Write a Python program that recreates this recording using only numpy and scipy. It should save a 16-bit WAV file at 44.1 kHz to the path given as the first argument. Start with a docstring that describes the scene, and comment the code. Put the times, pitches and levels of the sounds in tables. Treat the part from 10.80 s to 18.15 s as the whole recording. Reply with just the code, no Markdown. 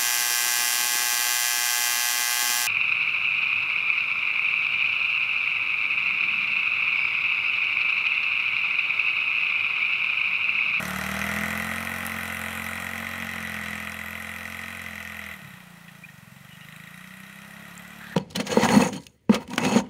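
"""Quad bike leaving over snow

From an open snowy field: a single-cylinder four-stroke quad bike pulls away, drops to a putter and picks up.
Each firing booms in the silencer, cracks in the pipe and lets out a puff of gas that rasps and hisses.
The exhaust is built from pulses, harmonics and noise locked to the engine cycle; distance and aim set its level.
Wheels churn and squeak in the snow, the frame rattles, and small ticks sound close to the microphone."""
import sys
import numpy as np
from scipy import signal
from scipy.io import wavfile
from scipy.ndimage import uniform_filter1d

SR = 44100
rng = np.random.default_rng(int(sys.argv[2]) if len(sys.argv) > 2 else 0)


def store_pcm(level_fs):
    """Save levels as 16-bit WAV."""
    pcm = np.round(np.clip(level_fs, -1, 1) * 32767).astype(np.int16)
    wavfile.write(sys.argv[1], SR, np.atleast_2d(pcm).T)


N = 324135
TIME = np.arange(N) / SR
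TAPS = 8192  # filter design length, samples
HZ = np.fft.rfftfreq(TAPS, 1 / SR)

# Still air over the field: pitch_hz, level_db (relative, per Hz)
AIR_COLOUR = [(20, -10), (50, -17), (120, -20), (250, -15), (400, -14), (700, -9), (1400, -8), (1680, -14),
              (1950, -6), (3000, -11), (4500, -15), (9000, -15), (15500, -18)]
AIR_DB = -58

# Wheels in the snow: start_s, level_db (RMS)
CHURN_LEVEL = [(0, -41), (3, -48.5), (4.5, -53.5), (5.4, -60), (6.4, -59), (6.8, -52.5), (7.15, -53.5),
               (7.35, -51)]
# Colour of the breaking snow: pitch_hz, level_db (relative, per Hz)
SNOW_COLOUR = [(60, -8), (350, -6), (700, 4.5), (1200, 2), (1720, 1), (2300, -7.5), (4000, -7.5),
               (5000, -21.5), (15000, -35)]
# Snow squeaking under the tyres: start_s, length_s, start_hz, end_hz, width_hz, level_db (RMS before the fades)
SQUEAKS = [(5.231, 0.029, 2320, 2580, 100, -41.5), (5.673, 0.11, 2880, 2900, 400, -54),
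           (5.79, 0.081, 2770, 3000, 300, -52.5), (7.185, 0.11, 1600, 1690, 500, -45),
           (7.264, .13, 1644, 1884, 300, -43), (7.19, 0.19, 3720, 3880, 1000, -56.5)]
# Frame rattles: start_s, level_db (at the strike, relative)
RATTLES = [(1.975, -7), (2.862, -10), (3.8357, -7.5), (4.675, -30), (4.77, -32), (5.081, -20), (5.089, -20),
           (5.286, -22), (5.923, -21)]
# Ticks by the microphone: start_s, level_db, pitch_hz, decay_per_s
TICKS = [(1.2660, -10, 11500, 6000), (6.954, -30, 9000, 5000), (6.978, -26.5, 7450, 1500)]
# Heavy thumps as the throttle shuts: centre_s, level_db (peak), pitch_hz
STUMBLES = [(4.626, -39, 150), (4.653, -34, 154), (4.682, -39.5, 145), (4.741, -39, 146)]

# Engine speed: start_s, firings_per_s
FIRING_RATE = [(0.0, 36.59), (0.62, 41.95), (1.1, 44.94), (1.51, 43.62), (2.36, 45.18), (2.89, 42.14),
               (3.71, 43.58), (3.95, 44.83), (4.2, 41.81), (4.35, 42.96), (4.55, 39.39), (4.72, 31.2),
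               (5.01, 28.06), (5.19, 28.29), (5.45, 21.12), (5.69, 24.56), (6.02, 27.07), (6.17, 30.09),
               (7.11, 36.66), (7.35, 36.33)]
# The rider holds the throttle wide, shuts it, then opens it about halfway: start_s, throttle (0-1)
THROTTLE = [(0, 0.72), (.45, 1), (1, 0.96), (4.52, 0.94), (4.59, 0.49), (4.73, 0.45), (4.85, .12),
            (5.55, 0.03), (5.93, 0.47), (7.35, 0.4)]
# Where the bike is, swinging as it goes: start_s, distance_m, tail facing the microphone (0-1)
PATH = [(0, 7.7, 0.15), (.28, 10.5, 0.4), (.58, 10.6, 1), (1.2, 14.1, 0.33), (1.85, 14.4, 0.03),
        (2.3, 18.5, 0.64), (2.88, 18.4, 0.83), (3.15, 22, 0.16), (3.7, 24.2, 0), (4.5, 31.2, 0.14),
        (5.5, 35, 0.4), (7.35, 24.5, 0.08)]
NEAR_M = 10  # reference distance of the exhaust levels, m

# Gas flow through one engine cycle: share of the cycle (0-1), level_db (before the depth of each puff scales it)
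GAS_FLOW = [(0, -36), (.06, -1), (.115, 7.5), (.18, 3.5), (.29, -3), (.42, -5), (.66, -1.5), (.82, -8.5),
            (1, -3.5)]
FULL_FORCE = 0.88  # force of the gas pulse at full throttle (0-1)
LOAD_FROM, LOAD_SPAN = 0.674, 0.402  # throttle where the engine starts to pull; further share to full pull

# Levels of the exhaust parts, one row each: level_db (at NEAR_M, full throttle, side-on),
# loss_db with the throttle shut, loss_db per doubling of distance, gain_db tail-on
THRUM_LEVEL = (-42, -9, 4.5, -0.5)
BOOM_LEVEL = (-39, 1, 6.5, 4)
BARK_LEVEL = (-34, 14.5, 7.5, 0)
RASP_LEVEL = (-32, 19, 3.5, 2)
HISS_LEVEL = (-41, 12, 6.5, -1)
# Shares within the rasp, relative, same columns: rap of the valve opening, ring of the returning waves
RAP_LEVEL = (2, 21, 0.7, -3)
RING_LEVEL = (-13.5, 15, .2, 13.5)
# Knock when pulling at low revs: below_firings_per_s, rap_db per firing/s less (at full throttle)
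LUG = (35.1, 2.1)

# Silencer note, relative levels: multiple of the firing rate, load_db, coast_db (before the muffling)
ORDERS = [(1, -50, -38), (2, -45, -4.5), (3, -9, -4), (4, -7, 0), (5, 6.5, 4), (6, -8.5, 8), (7, -44, 3),
          (8, -23, 2.5), (9, -16.5, 2), (10, -23, 3.5), (11, -11.5, -4), (12, -15, -0.5)]
# The silencer swallows the top of the soft coasting pulses: pitch_hz, gain_db
MUFFLE = [(20, -35), (60, -3.5), (120, -0.5), (190, 5.5), (220, -4.5), (245, -18), (290, -16), (335, -11.5),
          (400, -31)]
# Resonance of the silencer box: pitch_hz, width_hz (centre to half gain_db), gain_db (at full load)
BOX = (193, 16, 3.7)
MAIN_ORDER = 5  # multiple of the firing rate that excites the box
# Gas rumbling through the silencer: pitch_hz, level_db (relative, per Hz)
RUMBLE_COLOUR = [(25, -32), (55, -19), (85, -9), (130, -7), (190, 8.5), (240, -1.5), (330, -12), (500, -27),
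                 (1500, -60)]

# Exhaust resonances, relative levels; the spread is narrowed a little in resonances().
# Low ones of the pipe: pitch_hz, spread_hz, level_db
PIPE_MODES = [(500, 42, -2), (654, 54, 3), (815, 55, -0.5), (1062, 91, -3), (1266, 107, 0), (1453, 152, 1),
              (950, 900, -18)]
# Those of the tailpipe: pitch_hz, spread_hz, level_db
TAILPIPE_MODES = [(1870, 65, 2.5), (1974, 87, 0.5), (2496, 92, -11), (2494, 340, -5.5), (2760, 490, -17),
                  (3237, 210, -11), (3844, 60, -14.5), (3990, 40, -12)]
# Those of the outlet: pitch_hz, spread_hz, level_db
OUTLET_MODES = [(4300, 530, -4.5), (5015, 115, -2), (5630, 370, 1), (6260, 270, 0.5), (7000, 220, -1),
                (7610, 215, 3), (8420, 220, 2), (9140, 240, 2.5), (9880, 290, 0.5), (10550, 350, -0.5),
                (11380, 310, -1.5), (12020, 560, -2.5), (11700, 340, -7.5), (12700, 440, 2),
                (14050, 350, -0.5), (14900, 1600, -9.5)]
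TURBULENCE_DB = -3.5  # turbulence in the pipe beside the crack
# The hiss is duller tail-on than side-on: pivot_hz, loss_db per octave tail-on, facing where it is level (0-1)
BEAM = (6900, 4.5, 0.38)

EDGE_HZ = 15750  # upper limit of the recorder


def amp(db):
    """Decibels to gain."""
    return 10 ** (np.asarray(db) / 20)


def curve(rows):
    """The columns of a time table, one value per sample."""
    s, *columns = np.transpose(rows)
    return [np.interp(TIME, s, column) for column in columns]


def spectrum(points):
    """Gain over frequency from a few points, joined on a log-frequency scale."""
    hz, db = np.transpose(points)
    return amp(np.interp(np.log(HZ + 1), np.log(hz), db))


def resonances(modes):
    """Gain over frequency of steep-sided resonances, summed in power."""
    power = 0
    for hz, spread_hz, db in modes:
        detuning = (HZ - hz) / (0.95 * spread_hz)
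        power = power + amp(db) ** 2 / (1 + detuning ** 2) ** 2
    return np.sqrt(power)


def ring(x, gain):
    """Passes x through a causal minimum-phase filter, so that every pulse rings after its blow."""
    log_gain = np.log(np.maximum(gain, 1e-5))
    both_sides = np.r_[log_gain, log_gain[-2:0:-1]]
    minimum_phase = np.exp(np.conj(signal.hilbert(both_sides)))
    response = np.fft.ifft(minimum_phase).real
    return signal.oaconvolve(x, response[:TAPS // 2])[:N]


def steady(x, size=6000):
    """Holds the power near 1 over several cycles (size in samples), leaving the pulses intact."""
    power = uniform_filter1d(uniform_filter1d(x ** 2, size), size)
    return x / np.sqrt(abs(power) + 1e-20)


def noise():
    """White noise."""
    return rng.standard_normal(N)


def drift(per_s):
    """Slow random wander between points of unit spread, one value per sample."""
    knots = np.arange(0, TIME[-1] + 1, 1 / per_s)
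    return np.interp(TIME, knots, rng.standard_normal(len(knots)))


def add(mix, s, sound):
    """Lays a sound into the mix at time s."""
    part = mix[max(round(s * SR), 0):][:len(sound)]
    part += sound[:len(part)]


def air():
    """Faint even background of the open field: coloured noise."""
    return amp(AIR_DB) * steady(ring(noise(), spectrum(AIR_COLOUR)))


def wheels():
    """Tyres break the snow crust in many small grains, and squeak where they slip."""
    grains = noise() * amp(2.2 * noise())
    out = amp(curve(CHURN_LEVEL)[0]) * steady(ring(grains, spectrum(SNOW_COLOUR)))
    for s, length, start_hz, end_hz, width_hz, db in SQUEAKS:
        hz = np.linspace(start_hz, end_hz, int(length * SR))
        # narrow noise around zero pitch, then shifted up to the gliding squeak
        low_pass = signal.butter(2, width_hz / SR)
        slip = signal.lfilter(*low_pass, noise() + 1j * noise())[-len(hz):]
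        glide = np.exp(2j * np.pi * np.cumsum(hz) / SR)
        squeak = (slip * glide).real
        fade = signal.windows.tukey(len(hz), 0.7)
        add(out, s, amp(db) * fade * squeak / squeak.std())
    return out


def frame(rattle_db=-5, t60=0.039):
    """Bumps shake loose metal: short noise bursts ring through the tailpipe resonances."""
    t = np.arange(SR // 20) / SR
    out = np.zeros(N)
    for s, db in RATTLES:
        decay = amp(db + rattle_db - 60 * t / t60)
        add(out, s, decay * rng.standard_normal(len(t)))
    return ring(out, resonances(TAILPIPE_MODES))


def ticks(tail_db=-24, t60=0.011):
    """Tiny hard ticks next to the microphone: a fast-dying tone, each with a short fizz."""
    t = np.arange(SR // 50) / SR
    out = np.zeros(N)
    for s, db, hz, decay_per_s in TICKS:
        tick = np.cos(2 * np.pi * hz * t) * np.exp(-decay_per_s * t)
        fizz = np.diff(rng.standard_normal(len(t) + 1)) * amp(tail_db - 60 * t / t60)
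        add(out, s, amp(db) * (tick + fizz))
    return out


def stumbles(length=0.007):
    """Unburnt fuel burns in a few heavy, dull thumps: low tones under a bell-shaped swell (length in s)."""
    out = 0
    for s, db, hz in STUMBLES:
        swell = np.exp(-((TIME - s) / length) ** 2)
        out = out - amp(db) * swell * np.cos(2 * np.pi * hz * (TIME - s))
    return out


def pulses(turns, lag, jitter, uneven_db):
    """One click per engine cycle, lag of a cycle late, uneven in time (jitter in s) and strength."""
    cycle = np.arange(int(turns[-1]) + 1)
    late, strength = rng.standard_normal((len(cycle), 2)).T
    at = ((np.interp(cycle + lag, turns, TIME) + jitter * late) * SR).astype(int)
    inside = (at > 0) & (at < N) & (cycle + lag < turns[-1])
    out = np.zeros(N)
    out[at[inside]] = amp(uneven_db * strength[inside])
    return out


def puffs(turns, depth, uneven_db):
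    """Turbulence that follows the gas flow; no two firings are equally strong."""
    flow_db = np.interp(turns % 1, *np.transpose(GAS_FLOW))
    strength = rng.standard_normal(size=1000)[turns.astype(int)]
    # the unevenness shows most where the flow is strong
    return noise() * amp(depth * flow_db + uneven_db * strength * amp(flow_db))


def level_db(part):
    """A part's level follows the throttle, the distance and the way the exhaust points."""
    near_db, shut_db, doubling_db, tail_db = part
    throttle, = curve(THROTTLE)
    distance, facing = curve(PATH)
    distance_db = doubling_db * np.log2(distance / NEAR_M)
    return near_db - shut_db * (1 - throttle) - distance_db + tail_db * facing


def outlet(turns, force):
    """Each puff hisses through the outlet resonances; the colour shifts as the outlet swings about."""
    pivot_hz, tilt_db, level_facing = BEAM
    facing = curve(PATH)[1]
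    out = 0
    for modes in np.array_split(OUTLET_MODES, len(OUTLET_MODES) // 3):
        octaves = np.log2(modes[:, 0].mean() / pivot_hz)
        beam_db = -tilt_db * (facing - level_facing) * octaves
        gas = puffs(turns + 0.02, depth=0.55 + 0.5 * force, uneven_db=1.5)
        gas = gas * amp(1.2 * drift(per_s=3))
        out += ring(gas * amp(beam_db), resonances(modes))
    return steady(out)


def tailpipe(turns, force, rap_db, ring_db):
    """The valve opens with a rap, gas rushes out, and returning waves ring the pipe twice more."""
    snap = pulses(turns, lag=0.082, jitter=0.00015, uneven_db=2)
    rush = steady(puffs(turns + 0.02, depth=0.45 + 0.15 * force, uneven_db=1))
    returns = sum(pulses(turns, lag=lag, jitter=0.00028, uneven_db=2) for lag in (0.38, 0.68))
    rap_modes = [(2025, 91, 4), (2337, 237, -2.5), (3250, 430, -41)]
    rap = steady(ring(snap, resonances(rap_modes)))
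    # bright at light throttle
    clink = amp(-4.5) * (1 - force) ** 2 * steady(ring(snap, resonances([(3810, 86, 0)])))
    after = steady(ring(returns, resonances([(1964, 160, 0)])))
    gas = steady(ring(rush, resonances(TAILPIPE_MODES)))
    return steady(gas + amp(rap_db) * (rap + clink) + amp(ring_db) * after)


def pipe(turns, force):
    """The pressure wave steepens into a double crack, much alike from firing to firing, with turbulence."""
    first, second = (pulses(turns, lag=lag, jitter=0.00004, uneven_db=1.3) for lag in (0.18, 0.355))
    crack = -force * steady(0.55 * first + second)
    turbulence = amp(TURBULENCE_DB) * steady(puffs(turns, depth=0.044, uneven_db=1.7))
    coarse = spectrum([(450, -11.5), (850, -6.5), (1200, 3), (1600, 4)])
    modes = resonances(PIPE_MODES)
    return steady(ring(crack, modes) + ring(turbulence, modes * coarse))


def silencer(turns, load, waver_db=1.7, uneven_db=0.78, rumble_db=-19):
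    """Separate thuds when coasting merge into a wavering drone under load, over a rumble of gas."""
    rate, = curve(FIRING_RATE)
    phase = 2 * np.pi * (turns - 0.25 - 0.04 * load)
    note = 0
    for k, load_db, coast_db in ORDERS:
        muffle_db = np.interp(k * rate, *np.transpose(MUFFLE))
        strength = load * amp(load_db) + (1 - load) * amp(coast_db + muffle_db)
        note -= strength * amp(waver_db * drift(per_s=14)) * np.cos(k * phase)
    # the box booms when the main order passes through its pitch
    box_hz, width_hz, box_db = BOX
    detuning = (MAIN_ORDER * rate - box_hz) / width_hz
    resonance = amp(box_db * load / (1 + detuning ** 2))
    rumble = amp(rumble_db) * steady(ring(noise(), spectrum(RUMBLE_COLOUR)))
    return resonance * steady(note) * amp(uneven_db * drift(per_s=30)) + rumble


def crank(turns, load):
    """A low wavering hum under load, one swing per turn of the crank, two per engine cycle."""
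    hum = np.sqrt(2) * np.sin(2 * np.pi * 2 * turns)
    return load * amp(0.71 * drift(per_s=39)) * hum


def engine():
    """One firing every second turn of the crank drives all parts of the exhaust."""
    rate, = curve(FIRING_RATE)
    turns = np.cumsum(rate) / SR + 0.128  # engine cycles, one firing each
    throttle = np.clip(curve(THROTTLE)[0], 0, 1)
    load = np.clip((throttle - LOAD_FROM) / LOAD_SPAN, 0, 1)
    force = FULL_FORCE * throttle ** 2
    lug_below, lug_slope_db = LUG
    lug_db = throttle * lug_slope_db * np.maximum(lug_below - rate, 0)
    rap_db = level_db(RAP_LEVEL) + lug_db

    thrum = amp(level_db(THRUM_LEVEL)) * crank(turns, load)
    boom = amp(level_db(BOOM_LEVEL)) * silencer(turns, load)
    bark = amp(level_db(BARK_LEVEL)) * pipe(turns, force)
    rasp = amp(level_db(RASP_LEVEL)) * tailpipe(turns, force, rap_db, level_db(RING_LEVEL))
    hiss = amp(level_db(HISS_LEVEL)) * outlet(turns, force)
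    return thrum + boom + bark + rasp + hiss


def scene():
    """Snow swallows the reflections, so all is dry; one channel."""
    mix = air() + wheels() + frame() + ticks() + stumbles() + engine()
    return mix[None]


def record(dry):
    """The recorder's band limit: a steep low-pass."""
    low_pass = signal.firwin(511, EDGE_HZ, window=("kaiser", 9), fs=SR)
    return signal.oaconvolve(dry, low_pass[None], "same")


dry = scene()
out = record(dry)
store_pcm(out)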